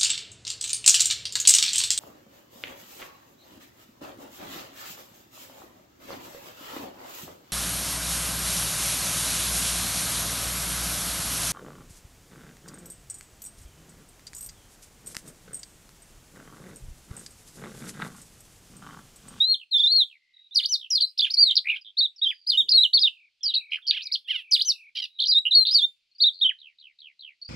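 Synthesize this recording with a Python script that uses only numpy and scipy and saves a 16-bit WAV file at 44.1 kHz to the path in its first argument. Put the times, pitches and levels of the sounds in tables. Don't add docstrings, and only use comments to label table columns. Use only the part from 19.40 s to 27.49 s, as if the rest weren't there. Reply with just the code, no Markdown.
import sys
import numpy as np
from scipy import signal
from scipy.fft import rfft, irfft
from scipy.io import wavfile
from scipy.ndimage import uniform_filter1d

SR = 44100
rng = np.random.default_rng(int(sys.argv[2]) if len(sys.argv) > 2 else 0)


def output_pcm(signal):
    pcm = np.clip(np.atleast_2d(signal).T, -1, 1) * 32767
    wavfile.write(sys.argv[1], SR, np.round(pcm).astype(np.int16))


N = 356769


def from_db(db):
    return 10 ** (np.asarray(db) / 20)


def unit_rms(x):
    return x / np.sqrt(np.mean(x ** 2) + 1e-20)


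def at_hz(points, hz):
    known_hz, values = np.transpose(points)
    return np.interp(np.log(hz + 1e-9), np.log(known_hz), values)


def wander(size, per_s):
    lowpass = signal.butter(3, per_s, fs=SR, output="sos")
    return unit_rms(signal.sosfilt(lowpass, rng.standard_normal(size + 4000))[4000:])


def coloured_noise(spectrum):
    gains = from_db(at_hz(spectrum, np.fft.rfftfreq(N, 1 / SR)))
    return unit_rms(irfft(rfft(rng.standard_normal(N)) * gains, N))


def add(out, start_s, sound):
    first = max(round(start_s * SR), 0)
    part = sound[:, :max(N - first, 0)]
    out[:, first:first + part.shape[1]] += part


def fade(size, edge_s):
    t = np.arange(size) / SR
    return np.sin(np.pi / 2 * np.clip(np.minimum(t, t[::-1]) / edge_s, 0, 1)) ** 2


def gesture(rows, glide_s=.0025, edge_s=.006):
    times, hz, db = np.transpose(sorted(map(tuple, rows)))
    t = np.arange(times[0] - edge_s / 2, times[-1] + edge_s / 2, 1 / SR)
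    width = max(int(glide_s * SR), 3)
    inertia = signal.windows.hann(width)

    def rounded(values):
        padded = np.pad(np.interp(t, times, values), width, "edge")
        return signal.convolve(padded, inertia / inertia.sum(), "same")[width:-width]

    return t[0], rounded(hz), from_db(rounded(db)) * fade(len(t), edge_s)


# (frequency [Hz], left minus right [dB])
BALANCE = [(1300, 4.5), (2000, 2), (2550, -1.5), (2850, -6), (3100, -1.5), (3400, -5.5), (3680, 0),
           (3920, -4), (4130, 6.5), (4260, 3), (4400, 1), (4650, -2.5), (5200, -1.5), (5900, 3), (7000, 0),
           (10400, 10), (12500, -1.5), (14000, -7.5)]


def stereo_gains(hz):
    lean_db = at_hz(BALANCE, hz) / 2
    return from_db([lean_db, -lean_db])


def partial(hz, right_leads_s=1.3e-5):
    cycles = np.cumsum(hz) / SR + np.outer([0, right_leads_s], hz)
    return np.sqrt(2) * np.sin(2 * np.pi * cycles) * (hz < SR / 2) * stereo_gains(hz)


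SLUR_GAP_S, LEAP_HZ = .0055, 450


def note(start, length, first_hz, middle_hz, last_hz, db, growth_db, flicks_per_s=0, flick_hz=0):
    t = np.arange(0, length, .0005)
    progress = t / length
    bend = np.polyval(np.polyfit([0, .5, 1], [first_hz, middle_hz, last_hz], 2), progress)
    flicks = flick_hz * (1 - abs(np.sin(np.pi * flicks_per_s * t)))
    return np.column_stack([start + t, bend + flicks, db + growth_db * (progress - .5)])


def slurred(rows, before, ease_s=.003):
    gap_s, step_hz, step_db = rows[0] - before[-1]
    if gap_s > SLUR_GAP_S or abs(step_hz) > LEAP_HZ:
        return rows
    return rows - np.outer(np.exp(-(rows[:, 0] - rows[0, 0]) / ease_s), [0, step_hz, step_db])


# (pitch [Hz], gain [dB])
CARRY = [(1600, -20.5), (2300, -12), (2800, -8.5), (3080, 0), (3280, -11), (3600, -1.5), (3900, 0),
         (4100, -3), (4350, 0), (4650, 1.5), (5200, -5), (5500, -6.5), (5750, -5.5), (6200, -12.5)]


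def voiced(rows, attack_db=11.5, attack_s=.005, release_db=5, release_s=.0019):
    times, hz, db = rows.T
    attack = attack_db * np.exp((times[0] - times) / attack_s)
    release = release_db * np.exp((times - times[-1]) / release_s)
    shaped = np.column_stack([times, hz, db + at_hz(CARRY, hz) - attack - release])
    return np.split(shaped, np.flatnonzero(abs(np.diff(hz)) > LEAP_HZ) + 1)


# (time in the figure [s], length [s],
# first pitch [Hz], middle pitch [Hz], last pitch [Hz], level [dB], growth [dB])
SWOOP = [(0, 0.019, 6350, 5325, 4062, -18.5, 2), (0.021, 0.04, 5193, 3935, 2788, -19, -10),
         (0.066, 0.031, 3890, 3460, 4850, -28.5, 0), (0.099, 0.021, 3050, 4095, 5520, -23, -2.5),
         (0.141, 0.049, 5850, 6120, 5250, -19, 8.5), (0.19, 0.03, 5240, 4160, 3553, -23.5, -9)]
STAIRS = [(0.0, 0.019, 6730, 5554, 5820, -15, -3.5), (0.021, 0.026, 5670, 4960, 5335, -19.5, -4.5),
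          (0.047, 0.024, 5310, 4350, 4260, -19.5, -4.5), (0.071, 0.023, 4360, 3555, 3560, -23, -7.5)]
HOOK = [(0, .016, 2986, 4600, 2999, -16, -1), (.018, .038, 4930, 4055, 4460, -18.5, -1.5)]
ARCHES = [(0.0, 0.042, 3567, 4486, 3570, -20, 7.5), (0.042, 0.055, 3516, 3953, 3296, -20.5, -1.5)]
TUMBLE = [(0.0, 0.04, 3330, 3864, 3178, -18.5, 0), (0.04, 0.02, 3384, 3180, 3136, -18.5, 3),
          (0.06, 0.031, 3170, 3450, 3110, -19.5, 1), (0.091, 0.03, 3095, 2130, 1600, -27.5, -12.5)]
# (figure, time [s], stretch [ratio], pitch [ratio], gain [dB])
FIGURES = [(SWOOP, 1.146, 1, 0.99, 0), (STAIRS, 1.503, 1, 0.98, 0), (HOOK, 1.603, 0.9, 0.98, 0),
           (ARCHES, 2.57, 1, 1, 0), (TUMBLE, 2.815, 1, 1, 0), (STAIRS, 4.031, 1, 0.92, -5),
           (HOOK, 4.137, 0.88, .94, -1.2), (SWOOP, 5.11, 0.98, 1.002, 2), (ARCHES, 6.801, 1, .99, 3.3),
           (TUMBLE, 7.01, 0.94, 0.97, 2.46)]
# (time [s], length [s], first pitch [Hz], middle pitch [Hz], last pitch [Hz], level [dB], growth [dB])
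GLIDES = [(0.002, 0.077, 3630, 3925, 4150, -18.5, -14.5), (0.075, 0.058, 4130, 4266, 4150, -18, 10),
          (0.138, 0.018, 4270, 3490, 3130, -17, -3.5), (0.312, 0.052, 4340, 3810, 3506, -20, 14),
          (0.563, 0.077, 4330, 3965, 3210, -16, -1.5), (1.774, 0.019, 2710, 5280, 3940, -23, 9),
          (1.793, 0.016, 3934, 3507, 4930, -18.5, 1.5), (1.809, 0.0081, 4750, 3360, 2400, -21, -12),
          (1.82, 0.03, 3153, 3497, 2826, -15, -2), (1.898, 0.031, 3430, 5009, 5090, -26, -1),
          (1.968, 0.077, 4110, 4687, 4280, -15.5, 8), (2.05, 0.052, 4260, 3892, 3537, -19.5, -2),
          (2.152, 0.01, 2953, 4980, 5390, -21.5, -3.5), (3.066, 0.044, 4000, 5020, 3800, -21, 12),
          (3.172, 0.051, 3700, 3720, 3160, -14.5, -1), (3.285, 0.013, 3200, 4370, 5150, -16.5, 0.5),
          (3.297, 0.031, 5270, 4980, 3850, -20.0, 10), (3.327, 0.049, 3860, 4357, 3970, -14.5, 1.5),
          (3.375, 0.052, 3930, 3868, 4150, -15, -7.5), (3.43, 0.036, 4222, 3224, 2860, -14.5, -3.5),
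          (3.531, 0.0091, 3154, 4010, 4514, -15.5, 4), (3.54, 0.045, 4420, 4387, 3270, -15.6, -1),
          (3.589, 0.011, 3005, 4640, 5070, -22.5, -10), (3.604, 0.033, 5523, 4780, 3696, -18.5, 8),
          (3.637, 0.049, 3820, 3513, 2620, -15.5, -2.5), (4.466, 0.0062, 3580, 4530, 5030, -31, -3.5),
          (4.497, 0.0079, 4460, 4520, 4680, -25, 0), (4.508, 0.0098, 4650, 3120, 2360, -15.5, -4.5),
          (4.716, 0.02, 3710, 4797, 5308, -23, 2.5), (5.945, 0.046, 3682, 3713, 3940, -15, 6),
          (6.109, 0.018, 4064, 3730, 3544, -15.5, -0.5), (6.128, 0.018, 4002, 3985, 3830, -16.5, 1.5),
          (6.149, 0.086, 4403, 4263, 4050, -14.5, -6), (6.294, 0.021, 3700, 3860, 4990, -23.5, 8.5),
          (6.315, 0.03, 4730, 5055, 5350, -20, 9.5), (6.411, 0.044, 3256, 3533, 3632, -15.5, -1)]
# (the columns of GLIDES, flick rate [1/s], flick height [Hz])
ZIGZAGS = [(0.368, 0.11, 3463, 3360, 3620, -16, 0, 27.3, 326),
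           (0.478, 0.087, 3870, 4184, 4250, -18.5, 6.5, 22, 273),
           (1.848, 0.025, 2470, 3200, 2660, -28.5, -3, 152, 550),
           (1.935, 0.018, 4970, 4370, 4240, -20.5, -15, 85, 1130),
           (2.098, 0.035, 3234, 3143, 2980, -19, -2, 72.2, 800),
           (2.166, 0.029, 4410, 3490, 2990, -18.5, -7.5, 74, 1280),
           (2.245, 0.057, 1861, 2095, 2450, -21, 15, 70, 475.5),
           (2.304, 0.054, 2510, 2245, 2220, -18.5, -10, 71, 430),
           (3.115, 0.06, 3960, 2916, 3200, -22.5, -9.5, 73, 336.8),
           (4.473, 0.025, 4730, 4154, 4600, -23, 4, 70.7, 1070),
           (4.653, 0.026, 4715, 4681, 3380, -30.5, -5.5, 72, 680),
           (4.737, 0.027, 4606, 3490, 2290, -21, -4, 85.0, 1160),
           (5.788, 0.047, 2880, 3430, 3200, -19, 1, 62, 1100),
           (5.838, 0.038, 2880, 3497, 4420, -24.5, -3, 52.7, 1590),
           (5.88, 0.06, 4820, 4390, 3270, -17.5, 2, 35.8, 680),
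           (6.345, 0.061, 4484, 4212, 3040, -17.0, -5.5, 35.5, 310)]


def lark_syllables():
    notes = [note(*row) for row in [*GLIDES, *ZIGZAGS]]
    for figure, start, stretch, ratio, db in FIGURES:
        notes += [note(*row) * [stretch, ratio, 1] + [start, 0, db] for row in figure]
    notes.sort(key=lambda rows: rows[0, 0])
    notes = [rows[rows[:, 0] < after[0, 0]] for rows, after in zip(notes, notes[1:])] + notes[-1:]
    song = np.vstack(notes[:1] + [slurred(rows, before) for before, rows in zip(notes, notes[1:])])
    runs = np.split(song, np.flatnonzero(np.diff(song[:, 0]) > SLUR_GAP_S) + 1)
    return [syllable for run in runs for syllable in voiced(run)]


def lark_whistles(second_db=-41, third_db=-47.5, octave_below_db=-15, shimmer_db=5, grit=.14):
    tone, overtones = np.zeros((2, 2, N))
    for syllable in lark_syllables():
        start, pitch, loud = gesture(syllable)
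        size = len(pitch)
        sweep_rate = abs(np.gradient(np.log(pitch))) * SR
        strain = uniform_filter1d(np.tanh(sweep_rate / 30) ** 2, size=200)
        quiver = .006 * wander(size, 55)
        jitter = .028 * strain * wander(size, 380)
        pitch = pitch * (1 + quiver + jitter)
        loud *= from_db(shimmer_db * strain * wander(size, 100))
        loud *= 1 + grit * strain * wander(size, 600)
        add(tone, start, loud * partial(pitch))
        doubling = np.clip((pitch - 5600) / 400, 0, 1)
        add(tone, start, loud * doubling * from_db(octave_below_db) * partial(pitch / 2))
        for order, db in ((2, second_db), (3, third_db)):
            flicker = from_db(4.5 * wander(size, 70))
            add(overtones, start, loud * flicker * from_db(db) * partial(order * pitch))
    return tone, overtones


def throat(voice, band_hz=(1510, 6600)):
    return signal.sosfilt(signal.butter(5, band_hz, "band", fs=SR, output="sos"), voice)


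# (frequency [Hz], relative density [dB])
HISS_SPECTRUM = [(1300, -36.5), (2000, -24.5), (5500, -4.5), (7200, -10), (8800, -1.5), (10500, 1.5),
                 (12500, -7.5), (15000, -2.5)]


def beak_hiss(voice, gain_db=-50.5, growth=.52, held_share=.35):
    power = np.maximum(uniform_filter1d(voice[0] ** 2, size=200), 0) + 1e-12
    change = abs(np.log(power / np.roll(power, 130)))
    churn = uniform_filter1d(np.tanh(change), size=500)
    noise = irfft(rfft(coloured_noise(HISS_SPECTRUM)) * stereo_gains(np.fft.rfftfreq(N, 1 / SR)), N)
    return from_db(gain_db) * power ** (growth / 2) * (held_share + churn) * noise


# (time [s], treble gain [dB])
BEAK_AIM = [(0, -2), (0.501, -2.5), (1.2, 4.5), (2.052, -1.5), (2.7, -12), (3.198, 4), (3.65, -6),
            (4.2, -6.5), (4.7, -2), (5.201, 6.5), (5.649, 0.5), (5.901, -6), (6.35, 1.5), (6.849, -6),
            (7.101, -13)]


def beak_beam(treble):
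    return treble * from_db(np.interp(np.arange(N) / SR, *np.transpose(BEAK_AIM)))


def scrub_echo(sound, twigs_db, bushes_db, field_db):
    t = np.arange(int(.7 * SR)) / SR
    response = 0
    for db, delay_s, t60_s in ((twigs_db, .001, .03), (bushes_db, .006, .13), (field_db, .03, .31)):
        decay = from_db(-60 * t / t60_s) * (t > delay_s)
        scatter = unit_rms(rng.standard_normal(len(t)) + .9 * rng.standard_normal((2, len(t))))
        response = response + from_db(db) * scatter * decay / np.linalg.norm(decay)
    return signal.fftconvolve(sound, response, axes=1)[:, :N]


# (frequency [Hz], relative density [dB])
AIR_SPECTRUM = [(40, -20), (1000, -30.5), (1800, -24), (2500, -7), (3600, -10), (4600, -9), (5800, -20.5),
                (15000, -44)]


def still_air(gain_db=-77, spread=.6):
    common, left, right = (coloured_noise(AIR_SPECTRUM) for _ in range(3))
    return from_db(gain_db) * (common + spread * np.array([left, right]))


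def flutter(pitch, per_s, swing_hz, pulsing):
    size = len(pitch)
    phase = 2 * np.pi * np.cumsum(per_s * (1 + .04 * wander(size, 20))) / SR
    chop = 1 - np.clip(pulsing, 0, 1) * (1 - np.sin(phase / 2) ** 4)
    shimmer = from_db(1.7 * wander(size, 60))
    shaky_pitch = pitch * (1 + .016 * wander(size, 210))
    return chop * shimmer * partial(shaky_pitch + swing_hz * np.sin(phase))


def trills(rows, settle=1.4, swell=.15):
    out = np.zeros((2, N))
    for start, length, first_hz, last_hz, db, per_s, swing_hz, pulsing in rows:
        remaining = np.linspace(1, 0, int(length * SR))
        size = len(remaining)
        pitch = last_hz + (first_hz - last_hz) * remaining ** settle
        envelope = abs(np.sin(np.pi * remaining)) ** swell * fade(size, .0009)
        loud = from_db(db + 1.8 * wander(size, 21)) * envelope
        add(out, start, loud * flutter(pitch, per_s, swing_hz, pulsing))
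    return out


# (time [s], length [s], first pitch [Hz], last pitch [Hz], level [dB],
# flutter rate [1/s], pitch swing [Hz], pulsing [0-1])
FAR_BUZZES = [(.175, 0.067, 3700, 2665, -43.5, 63, 150, 0.82),
              (.68, 0.095, 3600, 2086, -52.5, 69.7, 150, .94), (.79, 0.23, 2100, 2022, -67, 70, 60, 0.99),
              (.93, 0.16, 3850, 3800, -54, 39.5, 60, 0.88), (1.11, 0.059, 3400, 4340, -47.5, 61, 60, 0),
              (1.375, 0.095, 4200, 2836, -39.5, 61.2, 250, 1),
              (1.66, 0.056, 4460, 4910, -44, 102.6, 300, 0.9),
              (1.9, .25, 2400, 2120, -57.5, 75.6, 100, 0.58),
              (2.445, .065, 3500, 3450, -44, 110.5, 300, 0.97),
              (2.83, 0.22, 5050, 4620, -55.5, 87.4, 150, 0.76), (5.69, .27, 3886, 3850, -54.5, 90, 81, 0.6),
              (6.93, 0.12, 4350, 4173, -44, 90, 350, 1)]
# (time [s], pitch [Hz], level [dB])
FAR_PIPS = [(2.412, 5110, -52.5), (2.761, 5490, -52), (2.781, 4730, -48), (6.714, 4430, -67),
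            (6.75, 4750, -55.5), (6.783, 4900, -45.5), (8.015, 4600, -44), (8.048, 4700, -42),
            (8.08, 4950, -41.5)]
# (time [s], length [s], level [dB])
FAR_FALLS = [(3.2, 0.26, -58.5), (3.6, 0.29, -59.5), (4.008, .3, -50), (4.42, .31, -50),
             (4.845, .321, -53.5), (5.21, 0.29, -54)]


def far_calls(fall_hz=(3430, 2310), wavers_per_s=37, swing_hz=135, pulsing=.2, pip_s=.016, sag_hz=228):
    falls = [(s, length, *fall_hz, db, wavers_per_s, swing_hz, pulsing) for s, length, db in FAR_FALLS]
    pips = [(s, pip_s, hz, hz - sag_hz, db, 0, 0, 0) for s, hz, db in FAR_PIPS]
    return trills(falls) + trills(pips) + trills(FAR_BUZZES)


# (time [s], pitch [Hz], level [dB])
SECOND_VOICE = [
    [(.375, 4250, -45.5), (.43, 4590, -51), (.475, 4590, -46)],
    [(1.203, 2740, -41.5), (1.228, 1720, -68), (1.246, 2700, -49)],
    [(2.286, 3500, -45.5), (2.357, 3500, -48.5)],
    [(4.605, 3408, -40.5), (4.63, 4630, -42.5), (4.646, 5870, -42.5)],
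    [(5.165, 3100, -38), (5.187, 2000, -57.5), (5.208, 2912, -44.5)],
    [(6.26, 3100, -48), (6.33, 3430, -47.5), (6.4, 3010, -53.5)],
]


def lark_second_voice(jitter=.091, shimmer_db=4):
    out = np.zeros((2, N))
    for syllable in SECOND_VOICE:
        start, pitch, loud = gesture(syllable)
        loud *= from_db(shimmer_db * wander(len(pitch), 270))
        pitch *= 1 + jitter * wander(len(pitch), 300)
        add(out, start, loud * partial(pitch))
    return out


def reedy_tone(pitch, throat_colour, roughness):
    size = len(pitch)
    pitch = pitch * (1 + .07 * roughness * wander(size, 500))
    harmonics_hz = np.arange(1, 17)[:, None] * pitch
    gains = from_db(at_hz(throat_colour, harmonics_hz))
    gains /= np.linalg.norm(gains, axis=0)
    return sum(gain * (1 + roughness * wander(size, 210)) * partial(hz)
               for gain, hz in zip(gains, harmonics_hz))


# (time [s], pulse rate [Hz], level [dB])
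NASAL_NOTES = [
    [(1.849, 1127, -38), (1.859, 1250, -41.5), (1.868, 839, -29.5), (1.892, 634, -44)],
    [(2.36, 1670, -32), (2.368, 1420, -33.5), (2.376, 820, -45.5), (2.394, 752, -53)],
    [(4.519, 884, -40.5), (4.531, 795, -34.5), (4.551, 1151, -29.5), (4.562, 970, -37.5),
     (4.576, 763, -27.5), (4.59, 647, -40.5), (4.615, 578, -43)],
    [(4.874, 858, -52.5), (4.887, 965, -31.5), (4.901, 1104, -29), (4.912, 998, -19.5), (4.924, 886, -35.5),
     (4.944, 790, -32.5), (4.962, 724, -24), (4.973, 676, -42), (4.99, 666, -35.5), (5.025, 556, -51.5)],
]
# (frequency [Hz], relative gain [dB])
NASAL_THROAT = [(800, -50.5), (1300, -22), (2100, -10.5), (3000, 8.5), (3700, -4.5), (4500, -18),
                (5600, -24.5), (7000, -59.5), (15000, -50)]


def lark_nasal_notes():
    out = np.zeros((2, N))
    for syllable in NASAL_NOTES:
        start, pitch, loud = gesture(syllable)
        add(out, start, loud * reedy_tone(pitch, NASAL_THROAT, roughness=.15))
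    return out


def rumble(db=-66, centre_s=3.22, width_s=.09):
    swell = np.exp(-((np.arange(N) / SR - centre_s) / width_s) ** 2)
    spectrum = [(90, -27), (170, -.5), (260, -8), (480, -3), (650, -29.5), (3000, -60)]
    return from_db(db) * swell * coloured_noise(spectrum)


# (time [s], length [s], first pitch [Hz], last pitch [Hz], level [dB],
# flutter rate [1/s], pitch swing [Hz], pulsing [0-1])
PURRS = [(4.316, 0.049, 2850, 2667, -25, 82, -500, 0.83), (4.355, 0.034, 2740, 1640, -44.5, 74, -450, 0.69),
         (6.052, 0.037, 2844, 2966, -18.5, 174, 66.5, 0.66),
         (6.25, 0.019, 3485, 4010, -24, 170, 298.5, 0.7), (6.268, 0.03, 4180, 3930, -15.5, 110, 324, 0.51)]


def lark_purrs():
    return trills(PURRS)


# (centre time [s], length [s], pulse rate [Hz], level [dB], roughness [0-1])
RASPS = [(4.329, 0.047, 998, -43.5, 0.6), (4.361, 0.032, 848, -50, 0.53), (5.562, 0.024, 968.4, -34, 0.47),
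         (5.575, 0.016, 775, -28, 0.61), (5.59, 0.014, 775, -27, 0.2), (5.603, 0.01, 1054, -28.5, 0.37),
         (5.627, .018, 978, -28.5, 0.2), (5.642, 0.0089, 974, -26, 0.02), (5.654, 0.013, 890, -34, 0.4)]
# (frequency [Hz], relative gain [dB])
RASP_THROAT = [(900, -79), (2000, -17.5), (3050, 8), (3900, 3), (4900, 0), (5900, -14), (7000, -58.5),
               (9000, -14), (15000, -24.5)]


def lark_rasps(sag=.082):
    out = np.zeros((2, N))
    for centre, length, hz, db, roughness in RASPS:
        progress = np.linspace(0, 1, int(length * SR))
        pitch = hz * (1 - sag * (progress - .5))
        burst = np.sin(np.pi * progress) * reedy_tone(pitch, RASP_THROAT, roughness)
        add(out, centre - length / 2, from_db(db) * burst)
    return out


# (time [s], level [dB])
FAR_SLURS = [(7.184, -45), (7.382, -45.5), (7.584, -43.5), (7.789, -39.5)]
# (time in the slur [s], pitch [Hz], gain [dB])
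SLUR_SHAPE = [(0, 3724, -5), (.012, 4350, -4.5), (.027, 3940, -2.5), (.04, 3244, -3.5), (.065, 3115, -1),
              (.095, 2600, -3), (.125, 2176, -14.5), (.155, 1990, -28)]


def far_slurs(per_s=72, swing_hz=167, onset_swing_hz=240, narrowing_s=.027):
    out = np.zeros((2, N))
    _, pitch, loud = gesture(SLUR_SHAPE, glide_s=.014)
    swing = swing_hz + onset_swing_hz * np.exp(-np.arange(len(pitch)) / SR / narrowing_s)
    for start, db in FAR_SLURS:
        add(out, start, from_db(db) * loud * flutter(pitch, per_s, swing, pulsing=.98))
    return out


def scene():
    tone, overtones = lark_whistles()
    lark = throat(tone + lark_second_voice() + lark_nasal_notes() + lark_rasps() + lark_purrs())
    treble = beak_beam(overtones + beak_hiss(lark))
    far_bird = far_calls() + far_slurs()
    echoes = (scrub_echo(lark, twigs_db=-13, bushes_db=-13, field_db=-37)
              + scrub_echo(treble, twigs_db=-3.5, bushes_db=-6.5, field_db=-12.5)
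              + scrub_echo(far_bird, twigs_db=-2.5, bushes_db=-10.5, field_db=-27))
    return lark + treble + far_bird + echoes + still_air() + rumble()


def record(dry, cutoff_hz=15700):
    return signal.sosfilt(signal.ellip(10, .1, 80, cutoff_hz, fs=SR, output="sos"), dry)


dry = scene()
out = record(dry)
output_pcm(out)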